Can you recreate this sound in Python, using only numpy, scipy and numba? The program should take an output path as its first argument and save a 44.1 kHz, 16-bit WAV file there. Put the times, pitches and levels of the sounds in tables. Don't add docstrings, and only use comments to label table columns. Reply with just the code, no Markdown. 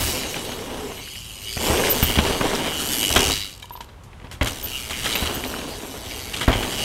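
import sys
import numpy as np
from scipy import signal
from scipy.fft import rfft, irfft
from scipy.io import wavfile
from scipy.ndimage import uniform_filter1d, map_coordinates
from numba import njit

SR = 44100
rng = np.random.default_rng(int(sys.argv[2]) if len(sys.argv) > 2 else 0)


def dump_mix(stems):
    frames = np.atleast_2d(stems).T
    limited = np.clip(frames, -1, 1)
    pcm = np.round(limited * 32767).astype(np.int16)
    wavfile.write(sys.argv[1], SR, pcm)


N = 301644
T = np.arange(N) / SR

# time_s, click_rate_hz
JUMP_RATE = [(0, 140.8), (.2, 141.5), (.6, 186.8), (1.12, 140.4), (1.37, 95.27), (1.6, 125.4),
             (1.75, 193.7), (1.95, 150.5)]
BERM_RATE = [(2.12, 105.5), (2.3, 178.2), (2.6, 168), (2.9, 133.5), (3.19, 68.4), (3.26, 105),
             (3.48, 100.2), (3.555, 85), (3.58, 49.87), (3.66, 24), (3.85, 29.5)]
DROP_RATE = [(4.43, 60.35), (4.479, 86), (4.661, 63.3), (4.7, 124.7), (4.759, 138.2), (4.92, 89.1),
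             (4.96, 134.5), (5.031, 101.3)]
HUMP_RATE = [(5.25, 128.3), (5.601, 160.3), (5.92, 146.1), (6.04, 110.1), (6.219, 132.3), (6.448, 75.9),
             (6.801, 147.4)]
# time_s, level_db
JUMP_LEVEL = [(0, -32.5), (0.09, -28.5), (0.4, -37.5), (0.7, -45.5), (1.1, -41), (1.37, -41.5),
              (1.68, -30.5), (1.9, -29.5)]
BERM_LEVEL = [(2.001, -32.5), (2.3, -36), (2.65, -39.5), (2.93, -29.5), (3.28, -23), (3.42, -37.5),
              (3.5, -44), (3.58, -52), (3.801, -57)]
DROP_LEVEL = [(4.47, -35), (4.56, -42), (4.78, -37), (4.9, -39.5)]
HUMP_LEVEL = [(5.1, -35), (5.35, -38.5), (5.8, -43), (6.02, -41.5), (6.15, -40), (6.55, -40.5), (6.83, -33)]
# pitch_hz, width_hz, gain_db
SPOKE_MODES = [(6000, 600, -1.4), (6350, 100, -2.3), (8120, 390, 2), (9530, 270, -1), (11120, 1300, 0.42),
               (12800, 770, 1)]
SHELL_MODES = [(2913, 300, 2.5), (3236, 210, -4)]
WHEEL_MODES = [(2278, 500, 0)]
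SPROCKET_MODES = [(4550, 930, 0)]
CASSETTE_MODES = [(3934, 92, 0)]
# centre_s, half_width_s, shell_db, wheel_db, cassette_db, sprockets_db
RING_FLARES = [(1.078, 0.14, 5.5, 8, 7, 5), (1.471, 0.033, 2, 9, 2, 4), (1.535, 0.039, 0.5, 3, -2, 12.5),
               (1.87, 0.016, 4, 12, -8, -4), (2.11, 0.079, 10, 9, 7, 11), (2.32, 0.075, 3.5, 10, 9, 15.5),
               (2.66, 0.086, 9.5, 16, 10, 9), (2.92, 0.052, 6.5, 6, -8, 7), (3.04, 0.035, 6.5, 12, 12, 1),
               (3.12, 0.028, 8, 8, 11, 13), (3.33, 0.031, 4, 6, 16, 17), (3.43, 0.05, 9, 10, 20, 20),
               (3.539, 0.033, -5, -5, 9, 12), (4.77, 0.04, 3, 10, -2, 4), (4.85, 0.033, 5, 12, -8, -8),
               (4.935, 0.037, 10, 19.5, 0, 0), (5.01, 0.049, 3, 6, 1, -3), (5.181, 0.13, 4, 14, 12, 8),
               (5.749, 0.15, -8, -9, 5, 8), (6.12, 0.031, 4, 7, 6, 8), (6.2, 0.15, 2, 9, 1, 8.5),
               (6.54, 0.093, 11.5, 16, -4, -1), (6.83, 0.067, 6, 6, 3, 12)]
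# centre_s, half_width_s, shift_share
HUB_DOPPLER = [(1.65, 0.21, 0.047), (2.92, 0.12, 0.026), (3.4, 0.099, -0.02), (4.82, 0.079, -0.027),
               (6.65, 0.22, .025)]
WHEEL_GLIDES = [(1.02, 0.064, 0.0019), (3.0, 0.22, 0.0018), (4.72, 0.11, 0.19), (5.03, 0.051, -.07),
                (6.25, 0.13, -0.019)]
# centre_s, half_width_s, pitch_hz, gain_db
ZINGS = [(1.02, 0.026, 2770, -2), (1.47, 0.022, 2950, -1), (3.043, 0.045, 2981, -1.5),
         (4.757, 0.021, 2840, 4), (5.19, 0.045, 2960, 2), (6.82, 0.036, 2926, 0)]
# centre_s, half_width_s, treble_db
GLINTS = [(.27, 0.062, -7), (1.2, 0.14, 1), (1.66, .05, 6), (2.932, 0.17, 6), (3.3, 0.14, -8.5),
          (6.2, 0.085, 3), (6.55, 0.082, -2)]
# centre_s, half_width_s, added_lag_s
LAG_SWEEPS = [(.35, 0.31, 0.00014), (2.25, 0.24, 0.00031), (2.82, 0.15, 0.00039), (3.37, 0.096, 0.00076),
              (4.98, 0.343, 0.000598), (5.62, .2, 0.00035), (6.3, 0.12, 0.00077)]
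# centre_s, half_width_s
FAR_SPANS = [(.55, 0.49), (1.15, 0.48), (5.7, 0.46)]

# frequency_hz, relative_db
TICK_SPECTRUM = [(600, -27), (1700, -29), (2300, 2), (3900, -3.5), (5000, -0.5), (6000, 0.5), (8500, -0.5),
                 (10400, -3.5), (13500, -4.5), (15500, -29)]
TREAD_SPECTRUM = [(30, 8), (60, -41), (140, -2.5), (255, -1.5), (320, -0.5), (410, -2.5), (600, -1),
                  (950, -2), (1400, -11), (3000, -12.5), (9000, -36)]
GRIT_SPECTRUM = [(300, 4), (800, -16), (1300, 3.5), (2400, -0.5), (3300, 5.5), (4500, -2.5), (9000, -3),
                 (15000, -19)]
RUMBLE_SPECTRUM = [(15, 4), (40, -5), (100, -5), (160, -11), (300, -36), (1000, -27)]
FOREST_SPECTRUM = [(13, -34), (22, -10), (49, 5.5), (99, 3), (302, -16.5), (356, -12.5), (668, -17.5),
                   (978, -16), (1180, -16.5), (1510, -23.5), (3080, -27.5), (5030, -35.5), (11100, -40),
                   (15000, -55)]
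CLACK_SPECTRUM = [(150, 8), (600, 3), (1500, 5.5), (2400, 1), (3200, 9.5), (4500, -8), (9000, -17),
                  (15000, -40)]
KNOCK_SPECTRUM = [(60, 5), (170, -10), (260, 4.5), (400, -3), (650, 1), (1000, -2.5), (1800, -8),
                  (3500, -20.5), (9000, -34)]

# start_s, end_s, start_db, slope_db_per_s
ROLLS = [(0, 0.949, -34.5, -2.5), (1.618, 1.89, -27, 11.5), (1.9, 2.195, -30.5, -15),
         (2.228, 2.658, -26.5, 0), (2.68, 3.149, -36.5, 3.5), (3.168, 3.255, -25.5, -6),
         (4.47, 5.054, -42, -8.5), (5.054, 5.325, -35.5, 13), (5.37, 5.83, -34.5, -9),
         (5.887, 6.439, -40.5, -2.5), (6.537, 6.84, -30, -11)]
# pitch_hz, width_hz, gain_db
CASING_MODES = [(256, 43, -10.5), (405, 60, -7)]
# centre_s, half_width_s, grit_db, rumble_db
SKIDS = [(.02, 0.098, -31.5, -22), (.32, 0.041, -39, -37), (1.74, 0.032, -32, -42), (1.86, .03, -28, -44),
         (2.05, 0.13, -32.5, -26), (2.749, 0.12, -36.5, -42), (2.97, 0.14, -34, -46),
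         (3.26, 0.15, -33, -29.5), (4.7, 0.18, -44, -37), (5.13, 0.19, -31, -36), (6.39, 0.061, -33, -49),
         (6.59, 0.082, -45, -38), (6.8, 0.17, -35.5, -39)]
# start_s, level_db, relative_treble_db
CLACKS = [(0.159, -27, 0), (0.3425, -22.5, -18), (0.363, -19, -17), (0.5178, -20.5, -15),
          (1.8477, -24, -16), (1.865, -21, -16), (2.027, -13.5, -5), (2.1557, -10, -23), (2.186, -7, -25),
          (2.2665, -13, -19), (2.41, -36, -16), (2.671, -18, -21), (3.16, -2.5, -8), (3.1647, -8, -14),
          (3.1893, -14, -8), (3.203, -10, -21), (3.625, -41, 8), (3.8085, -28, -6), (3.8886, -35.5, -18),
          (4.0353, -53, 15), (4.135, -47, -27), (4.245, -39, -22), (4.3132, -28, -2), (4.324, -29.5, -1),
          (4.3352, -36, -2), (4.3476, -33, -12), (4.411, -16, -26), (4.4232, -20, -25), (4.4588, -17, -10),
          (4.4712, -13.5, -3), (4.897, -22.5, -6), (4.9073, -14.5, -5), (5.049, -16.5, -2),
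          (5.0577, -13, -11), (5.1545, -15.5, -23), (5.2238, -17.5, -17), (5.2575, -15.5, -6),
          (5.4373, -22, -7), (6.3361, -20.5, -1.5), (6.4113, -11, -9), (6.4311, -14.5, -14),
          (6.481, -15, -26), (6.5157, -24, -27), (6.529, -12, -23), (6.629, -14.5, -12), (6.7273, -19, -12)]
# pitch_hz, width_hz, gain_db
ROTOR_MODES = [(1590, 190, -25), (1980, 130, -7.5), (3130, 86, -22), (3650, 160, -4.5), (6550, 200, -21)]
# centre_s, half_width_s, knob_rate_hz, level_db
HUMS = [(0.549, 0.27, 473, -37.5), (.85, 0.066, 440, -32.5), (1.5, 0.071, 410, -56),
        (1.76, 0.17, 399.5, -26.5), (1.82, 0.12, 510, -26.5), (2.55, 0.1, 410, -49),
        (3.0, 0.13, 294.6, -34), (5.7, 0.17, 430.9, -49)]
# start_s, level_db, centre_hz, t60_s
CRACKS = [(0.343, -21, 2600, .02), (0.52, -35, 2170, .02), (1.075, -32, 1780, 0.027),
          (1.155, -30, 2440, .03), (1.575, -23, 2100, .02), (1.711, -19, 1280, 0.019),
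          (1.741, -24, 1490, .02), (1.836, -14.5, 1820, 0.024), (1.8495, -10.5, 2700, .01),
          (1.869, -15, 2200, .02), (1.881, -24, 1504, .02), (2.027, -14, 2200, .02),
          (2.1875, -13, 2800, 0.016), (2.239, -25, 3600, .012), (2.412, -15, 1390, 0.015),
          (2.72, -19, 1450, .02), (3.602, -41, 3586, 0.016), (3.762, -41, 3600, .04),
          (3.77, -45, 4600, .02), (3.808, -28.5, 3520, 0.014), (4.0344, -52, 6500, 0.024),
          (4.131, -40, 1820, .03), (4.1995, -37, 2100, .015), (4.2175, -37, 2090, .015),
          (4.227, -40, 2220, 0.013), (4.244, -42, 1930, .02), (4.269, -37.5, 2800, .02),
          (4.3135, -39, 5015, 0.016), (4.4115, -16, 1860, .02), (4.425, -14.5, 2291, .015),
          (5.064, -17, 1800, 0.027), (5.127, -17, 3600, 0.02), (5.1555, -13, 2550, 0.014),
          (5.16, -16, 3142, .015), (5.273, -17, 3340, 0.021), (5.309, -24, 1703, .02),
          (5.371, -25, 1870, 0.016), (5.4385, -26, 2187, .02), (5.448, -27, 3600, .02),
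          (5.497, -37, 1484, 0.049), (5.5395, -24.5, 1397, .022), (5.589, -28, 3204, 0.022),
          (5.615, -24, 2303, 0.018), (6.11, -23, 2300, 0.032), (6.34, -18, 2690, 0.032),
          (6.372, -26, 4175, 0.017), (6.386, -27, 3103, 0.023), (6.518, -12, 2700, 0.01)]
# start_s, thump_db, knock_db, knock_t60_s, boom_db
LANDINGS = [(1.568, -15.5, -28.5, 0.064, -20), (1.698, -5.5, -21.5, 0.073, -22),
            (1.709, -23, -18.5, 0.053, -29), (1.722, -17, -27, 0.089, -20), (2.026, -4, -23, 0.098, -7.5),
            (2.173, -3, -23, 0.057, -20), (2.187, -13, -15.5, 0.05, -4), (2.304, -19, -31, 0.067, -15),
            (2.41, -43, -14, 0.055, -22), (3.103, -10, -24, 0.09, -40), (3.16, -4, -19, 0.13, -40),
            (3.28, -23, -28, 0.073, -40), (4.243, -23, -42, 0.2, -35), (4.411, -5, -22, 0.19, -28),
            (4.445, -10, -36, 0.11, -40), (5.222, -10, -30, 0.16, -19), (5.372, -20, -39, 0.074, -26),
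            (6.478, 0.5, -14, 0.12, -12), (6.498, -3, -19.5, 0.16, -25), (6.554, -27, -25, 0.11, -22)]
# pitch_hz, gain_db, t60_s
BOUNCE_MODES = [(45, -28, 0.1), (66, -3.5, 0.15), (76, -8, 0.27), (106, -3, 0.12), (167, -19.5, 0.049),
                (262, -13, 0.067)]
BOOM_MODES = [(155, 15.5, 0.016), (211, 2, 0.071)]
FRAME_MODES = [(980, -13, 0.074), (953, -6, 0.07), (1640, -22, 0.044), (3500, -22, 0.029)]
CLINK_MODES = [(1720, -14, 0.094), (2320, -8, 0.057), (3140, -4, 0.038), (3800, -2, 0.032),
               (6729, -17, 0.069)]
# start_s, level_db, pitch_hz, length_s, fall_share
SQUEAKS = [(1.894, -13.5, 14000, 0.036, .04), (1.91, -22, 13300, .025, .04),
           (2.022, -16, 14050, 0.031, 0.049), (2.048, -31, 13900, 0.045, .03),
           (3.717, -36, 13300, 0.039, .025), (3.735, -51, 13200, .09, .003),
           (4.628, -23.5, 13800, 0.041, .045), (5.146, -23.5, 13630, 0.027, .04),
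           (5.196, -34, 13920, 0.029, 0.031), (5.339, -28, 13800, 0.026, 0.034),
           (5.45, -38, 13600, 0.073, 0.011)]
# start_s, level_db
CLINKS = [(3.6273, -22), (3.807, -41)]
# start_s, level_db, pitch_ratio
FRAME_TAPS = [(3.642, -33, 1.01), (3.707, -26, 1.01), (3.7536, -28, 1.02), (3.775, -32, 1.03),
              (3.806, -25.5, .99)]


def amp(db):
    return 10 ** (np.asarray(db) / 20)


def curve(rows):
    return np.interp(T, *np.transpose(rows))


def swell(centre_s, half_width_s):
    return np.exp(-((T - centre_s) / half_width_s) ** 2)


def swells(rows):
    return sum(height * swell(s, width_s) for s, width_s, height in rows)


def unit(x):
    return x / np.sqrt(np.mean(x ** 2) + 1e-18)


def add(out, start_s, x):
    i = int(np.clip(start_s * SR, 0, N - 1))
    out[i:i + len(x)] += x[:N - i]


def fade(t, t60_s):
    return np.exp(-np.log(1000) * t / t60_s)


def colour(x, spectrum, size=2048):
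    hz, db = np.transpose(spectrum)
    bins_hz = np.fft.rfftfreq(size, 1 / SR)
    log_gain = np.log(amp(np.interp(np.log(bins_hz + 1), np.log(hz), db)))
    cepstrum = irfft(log_gain)[:size // 2]
    cepstrum[1:] *= 2
    response = irfft(np.exp(rfft(cepstrum, size)))
    return signal.fftconvolve(x, response / np.linalg.norm(response))[:len(x)]


def resonate(x, modes):
    return sum(amp(db) * signal.lfilter(*signal.iirpeak(hz, hz / width_hz, SR), x)
               for hz, width_hz, db in modes)


def ring(t, modes):
    x = sum(amp(db) * np.sin(2 * np.pi * hz * t) * fade(t, t60_s) for hz, db, t60_s in modes)
    return x / np.abs(x).max()


@njit
def moving_band(x, hz, width_hz):
    y, band_state, low_state = np.empty(len(x)), 0., 0.
    for i in range(len(x)):
        g, damping = np.tan(np.pi * hz[i] / SR), width_hz / hz[i]
        band = (band_state + g * (x[i] - low_state)) / (1 + g * (g + damping))
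        band_state, low_state = 2 * band - band_state, low_state + 2 * g * band
        y[i] = damping * band
    return y


def bent_ring(x, modes, bend):
    out = 0
    for k, (hz, width_hz, db) in enumerate(modes):
        once = moving_band(x, hz * bend, float(width_hz))
        out += (-1) ** k * amp(db) * moving_band(once, hz * bend, float(width_hz))
    return unit(out)


def walk(rate_hz):
    steps = rng.standard_normal(N // 20)
    path = np.interp(T * rate_hz, np.arange(len(steps)), steps)
    return unit(uniform_filter1d(path, max(int(SR / rate_hz / 2), 1)))


def grains(per_s, spread_db):
    size = amp(spread_db * np.minimum(rng.exponential(size=N), 5))
    return unit((rng.random(N) < per_s / SR) * size * rng.standard_normal(N))


def coasting(stop_s=3.858, resume_s=4.42):
    return 1. * ((T < stop_s) | (T > resume_s))


def hub_db():
    return curve([*JUMP_LEVEL, *BERM_LEVEL, *DROP_LEVEL, *HUMP_LEVEL])


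def close_db(mid_distance_db=-34):
    return np.maximum(hub_db() - mid_distance_db, 0)


def pawls(slop_s=.00009, stagger_s=.001, jitter_s=.00018, chatter_s=.004, step_db=-2, scatter_db=.75):
    rate_hz = curve(JUMP_RATE + BERM_RATE + DROP_RATE + HUMP_RATE) * coasting()
    teeth_s = np.flatnonzero(np.diff(np.floor(np.cumsum(rate_hz) / SR))) / SR
    t = T[:SR // 50]
    strikes, snaps, chatter = np.zeros((3, N))
    noise = rng.standard_normal(N)
    for tooth_s, (slop, force, *jitters) in zip(teeth_s, rng.standard_normal((N // 100, 5))):
        s = abs(tooth_s + slop_s * slop)
        size = amp([scatter_db * force]) / np.sqrt(max(rate_hz[int(tooth_s * SR)], 30))
        add(strikes, s, size)
        for pawl, jitter in enumerate(jitters):
            add(snaps, s + pawl * (stagger_s + jitter_s * jitter), size * amp(step_db * pawl))
        add(chatter, s, size * np.exp(-(t / chatter_s) ** 2))
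    rasp = unit(amp(-8) * unit(snaps) + unit(chatter * noise))
    blows = unit(strikes) + amp(-7) * rasp
    return rasp, blows


def freehub(spokes_db=-10, turn_db=1.5, lean_db=1.8, waver_share=.011, duck_db_per_db=.55):
    rasp, blows = pawls()
    bend = 1 + waver_share * walk(20) + swells(HUB_DOPPLER)
    spokes = sum(amp(db + turn_db * walk(9)) * moving_band(rasp, hz * bend, float(width_hz))
                 for hz, width_hz, db in SPOKE_MODES)
    tick = glint(unit(colour(rasp, TICK_SPECTRUM) + amp(spokes_db) * unit(spokes)))
    flares_db = sum(np.outer(dbs, swell(s, width_s)) for s, width_s, *dbs in RING_FLARES)
    shell_db, wheel_db, cassette_db, sprockets_db = flares_db
    wheel_bend = bend + swells(WHEEL_GLIDES)
    shell = bent_ring(blows, SHELL_MODES, bend) * amp(shell_db - 4 + lean_db * walk(12))
    wheel = bent_ring(blows, WHEEL_MODES, wheel_bend) * amp(wheel_db - 12 + lean_db * walk(6.5))
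    sprockets = bent_ring(blows, SPROCKET_MODES, bend) * amp(sprockets_db - 14 + lean_db * walk(11))
    cassette = unit(resonate(blows, CASSETTE_MODES)) * amp(cassette_db - 13 + lean_db * walk(3.73))
    rings = (shell + wheel + sprockets + cassette) * amp(-duck_db_per_db * close_db())
    return (ground_echo(tick) + rings + zings(blows)) * amp(hub_db())


def glint(x, treble_hz=9800):
    treble = signal.sosfiltfilt(signal.butter(2, treble_hz, "high", fs=SR, output="sos"), x)
    return x + treble * (amp(swells(GLINTS)) - 1)


def ground_echo(x, base_lag_s=.000361, wander_share=.14, echo_db=-7, cutoff_hz=6500):
    lag_s = base_lag_s * np.exp(wander_share * walk(5)) + swells(LAG_SWEEPS)
    dull = signal.lfilter(*signal.butter(1, cutoff_hz, fs=SR), x)
    return x + amp(echo_db) * map_coordinates(dull, [(T - lag_s) * SR], order=3)


def distance_blur(x, far_share=.61, t60_s=.04, paths=8):
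    share = np.clip(far_share * sum(swell(s, width_s) for s, width_s in FAR_SPANS), 0, 1)
    t = T[:SR // 16]
    trunks = rng.standard_normal((paths, len(t))) * fade(t, t60_s)
    weights = np.array([walk(45) for _ in trunks])
    weights /= np.linalg.norm(weights, axis=0)
    scattered = sum(weight * signal.fftconvolve(x, trunk / np.linalg.norm(trunk))[:N]
                    for weight, trunk in zip(weights, trunks))
    return x * np.sqrt(1 - share) + scattered * np.sqrt(share)


def rolling(bite_s=.044, release_s=.1, fanning_db=-60):
    power = amp(fanning_db) ** 2
    for start_s, end_s, db, db_per_s in ROLLS:
        grip = np.interp(T, [start_s - bite_s, start_s, end_s, end_s + release_s], [0, 1, 1, 0])
        elapsed_s = np.clip(T, start_s, end_s) - start_s
        power += (grip * amp(db + db_per_s * elapsed_s)) ** 2
    return np.sqrt(power)


def tyre_roar(roll, bumps, casing_db=-1, stiffening=.88, easy_load_db=-28):
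    knobs = colour(grains(per_s=3000, spread_db=.5), TREAD_SPECTRUM)
    low, high = (amp(mode[2]) * unit(resonate(knobs, [mode])) for mode in CASING_MODES)
    load_db = np.clip(20 * np.log10(roll) - easy_load_db, -4, 10) * stiffening
    casing = low * amp(-load_db) + high * amp(load_db / 2)
    return (knobs + amp(casing_db) * casing) * roll * amp(1.97 * bumps)


def tyre_grit(roll, skid, grit_db=-9, spray_db=-7.5, patch_db=1.5):
    spray = amp(hub_db() - close_db() + spray_db) * coasting()
    crunch = np.sqrt((roll * amp(grit_db)) ** 2 + skid ** 2 + spray ** 2)
    return colour(grains(per_s=1800, spread_db=-1.5), GRIT_SPECTRUM) * crunch * amp(patch_db * walk(45))


def tyres(rumble_db=-13):
    roll, bumps = rolling(), walk(35)
    skid_grit, skid_rumble = sum(np.outer(amp(dbs), swell(s, width_s)) for s, width_s, *dbs in SKIDS)
    roar = tyre_roar(roll, bumps)
    grit = tyre_grit(roll, skid_grit)
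    shake = np.hypot(roll * amp(rumble_db), skid_rumble) * amp(.44 * bumps)
    rumble = colour(rng.standard_normal(N), RUMBLE_SPECTRUM) * shake
    return roar + ground_echo(glint(grit)) + rumble


def pebbles(per_s=22, gain_db=-12, centre_hz=2000, width_hz=1800, t60_s=.021):
    hits = (rng.random(N) < per_s / SR) * rng.random(N)
    pops = signal.fftconvolve(hits, fade(T[:SR // 16], t60_s))[:N] * rng.standard_normal(N)
    bend = np.exp(np.tanh(walk(40)))
    return bent_ring(pops, [(centre_hz, width_hz, 0)], bend) * rolling() * amp(gain_db)


def forest(level_db=-41.5, gust_db=1.2):
    gain = amp(level_db + gust_db * walk(4))
    return colour(rng.standard_normal(N), FOREST_SPECTRUM, size=8192) * gain


def clacks(body_t60_s=.092, snap_t60_s=.14, rotor_db=7, body_db=-7.5, snap_db=-12, rattles_per_s=18):
    t = T[:SR // 8]
    jolts = (rng.random(N) < rattles_per_s / SR) * rng.random(N) * rolling() * amp(6)
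    body = signal.fftconvolve(jolts, fade(t, body_t60_s))[:N] * rng.standard_normal(N)
    snap = np.zeros(N)
    for s, db, treble_db in CLACKS:
        add(body, s, amp(db) * rng.standard_normal(len(t)) * fade(t, body_t60_s))
        add(snap, s, amp(db + treble_db) * rng.standard_normal(len(t)) * fade(t, snap_t60_s))
    clack = colour(body, CLACK_SPECTRUM) + amp(rotor_db) * resonate(body, ROTOR_MODES)
    return amp(body_db) * clack + amp(snap_db) * colour(snap, TICK_SPECTRUM)


def tread_hum(waver_share=.0886, throb_db=3):
    warped_s = np.cumsum(1 + waver_share * walk(150)) / SR
    hum = sum(amp(db) * swell(s, width_s) * np.sin(2 * np.pi * hz * warped_s)
              for s, width_s, hz, db in HUMS)
    return hum * amp(throb_db * walk(70))


def cracks(width_share=.51):
    out, t = np.zeros(N), T[:SR // 16]
    for s, db, hz, t60_s in CRACKS:
        band = [(hz, hz * width_share, 0)]
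        burst = resonate(resonate(rng.standard_normal(len(t)), band), band)
        add(out, s, amp(db) * unit(burst) * fade(t, t60_s))
    return out


def zings(blows, width_hz=190):
    return sum(bent_ring(blows, [(hz, width_hz, 0)], np.ones(N)) * amp(db) * swell(s, width_s)
               for s, width_s, hz, db in ZINGS)


def landings(slam_s=.00019, slam_db=2, thud_db=2, bounce_db=-7.5, bounce_lag_s=.0022):
    t = T[:SR // 2]
    thumps, knocks = np.zeros((2, N))
    slam = -t / slam_s * np.exp(1 - t / slam_s)
    bounce, boom = ring(t, BOUNCE_MODES), ring(t, BOOM_MODES)
    for s, thump_db, knock_db, knock_t60_s, boom_db in LANDINGS:
        add(thumps, s, amp(knock_db + slam_db) * slam)
        add(thumps, s + bounce_lag_s, amp(thump_db + bounce_db) * bounce + amp(boom_db) * boom)
        add(knocks, s, amp(knock_db) * rng.standard_normal(len(t)) * fade(t, knock_t60_s))
    return thumps + amp(thud_db) * colour(knocks, KNOCK_SPECTRUM)


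def squeaks(waver_share=.014):
    out, wobble = np.zeros(N), walk(1000)
    for s, db, hz, length_s, fall_share in SQUEAKS:
        stroke = np.linspace(0, 1, int(length_s * SR))
        pitch_hz = hz * (1 - fall_share * stroke + waver_share * wobble[int(s * SR):][:len(stroke)])
        add(out, s, amp(db) * np.sin(np.pi * stroke) * np.sin(2 * np.pi * np.cumsum(pitch_hz) / SR))
    return out


def chain_clinks():
    out, clink = np.zeros(N), ring(T[:SR // 5], CLINK_MODES)
    for s, db in CLINKS:
        add(out, s, amp(db) * clink)
    return out


def frame_knocks(scuff_db=-12, scuff_t60_s=.012):
    out, t = np.zeros(N), T[:SR // 5]
    for s, db, pitch_ratio in FRAME_TAPS:
        scuff = colour(rng.standard_normal(len(t)), CLACK_SPECTRUM) * fade(t, scuff_t60_s)
        add(out, s, amp(db) * (ring(t * pitch_ratio, FRAME_MODES) + amp(scuff_db) * scuff))
    return out


def tree_echo(x, t60_s=.59, wet_db=-13.5, delay_s=.006):
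    t = T[:SR]
    scatter = colour(rng.standard_normal(len(t)), [(100, -3.5), (1000, -9), (4000, -7.5), (14000, -9)])
    echo = scatter * fade(t, t60_s) * (t > delay_s)
    return x + amp(wet_db) * signal.fftconvolve(x, echo / np.linalg.norm(echo))[:N]


def scene():
    bike = distance_blur(freehub()) + tyres() + tread_hum() + landings() + clacks()
    bike += cracks() + pebbles() + frame_knocks() + chain_clinks() + squeaks()
    return (tree_echo(bike) + forest())[None]


def record(dry, low_hz=24, top_hz=15750):
    thinned = signal.sosfilt(signal.butter(2, low_hz, "high", fs=SR, output="sos"), dry)
    return signal.sosfilt(signal.ellip(12, .2, 90, top_hz, fs=SR, output="sos"), thinned)


dry = scene()
out = record(dry)
dump_mix(out)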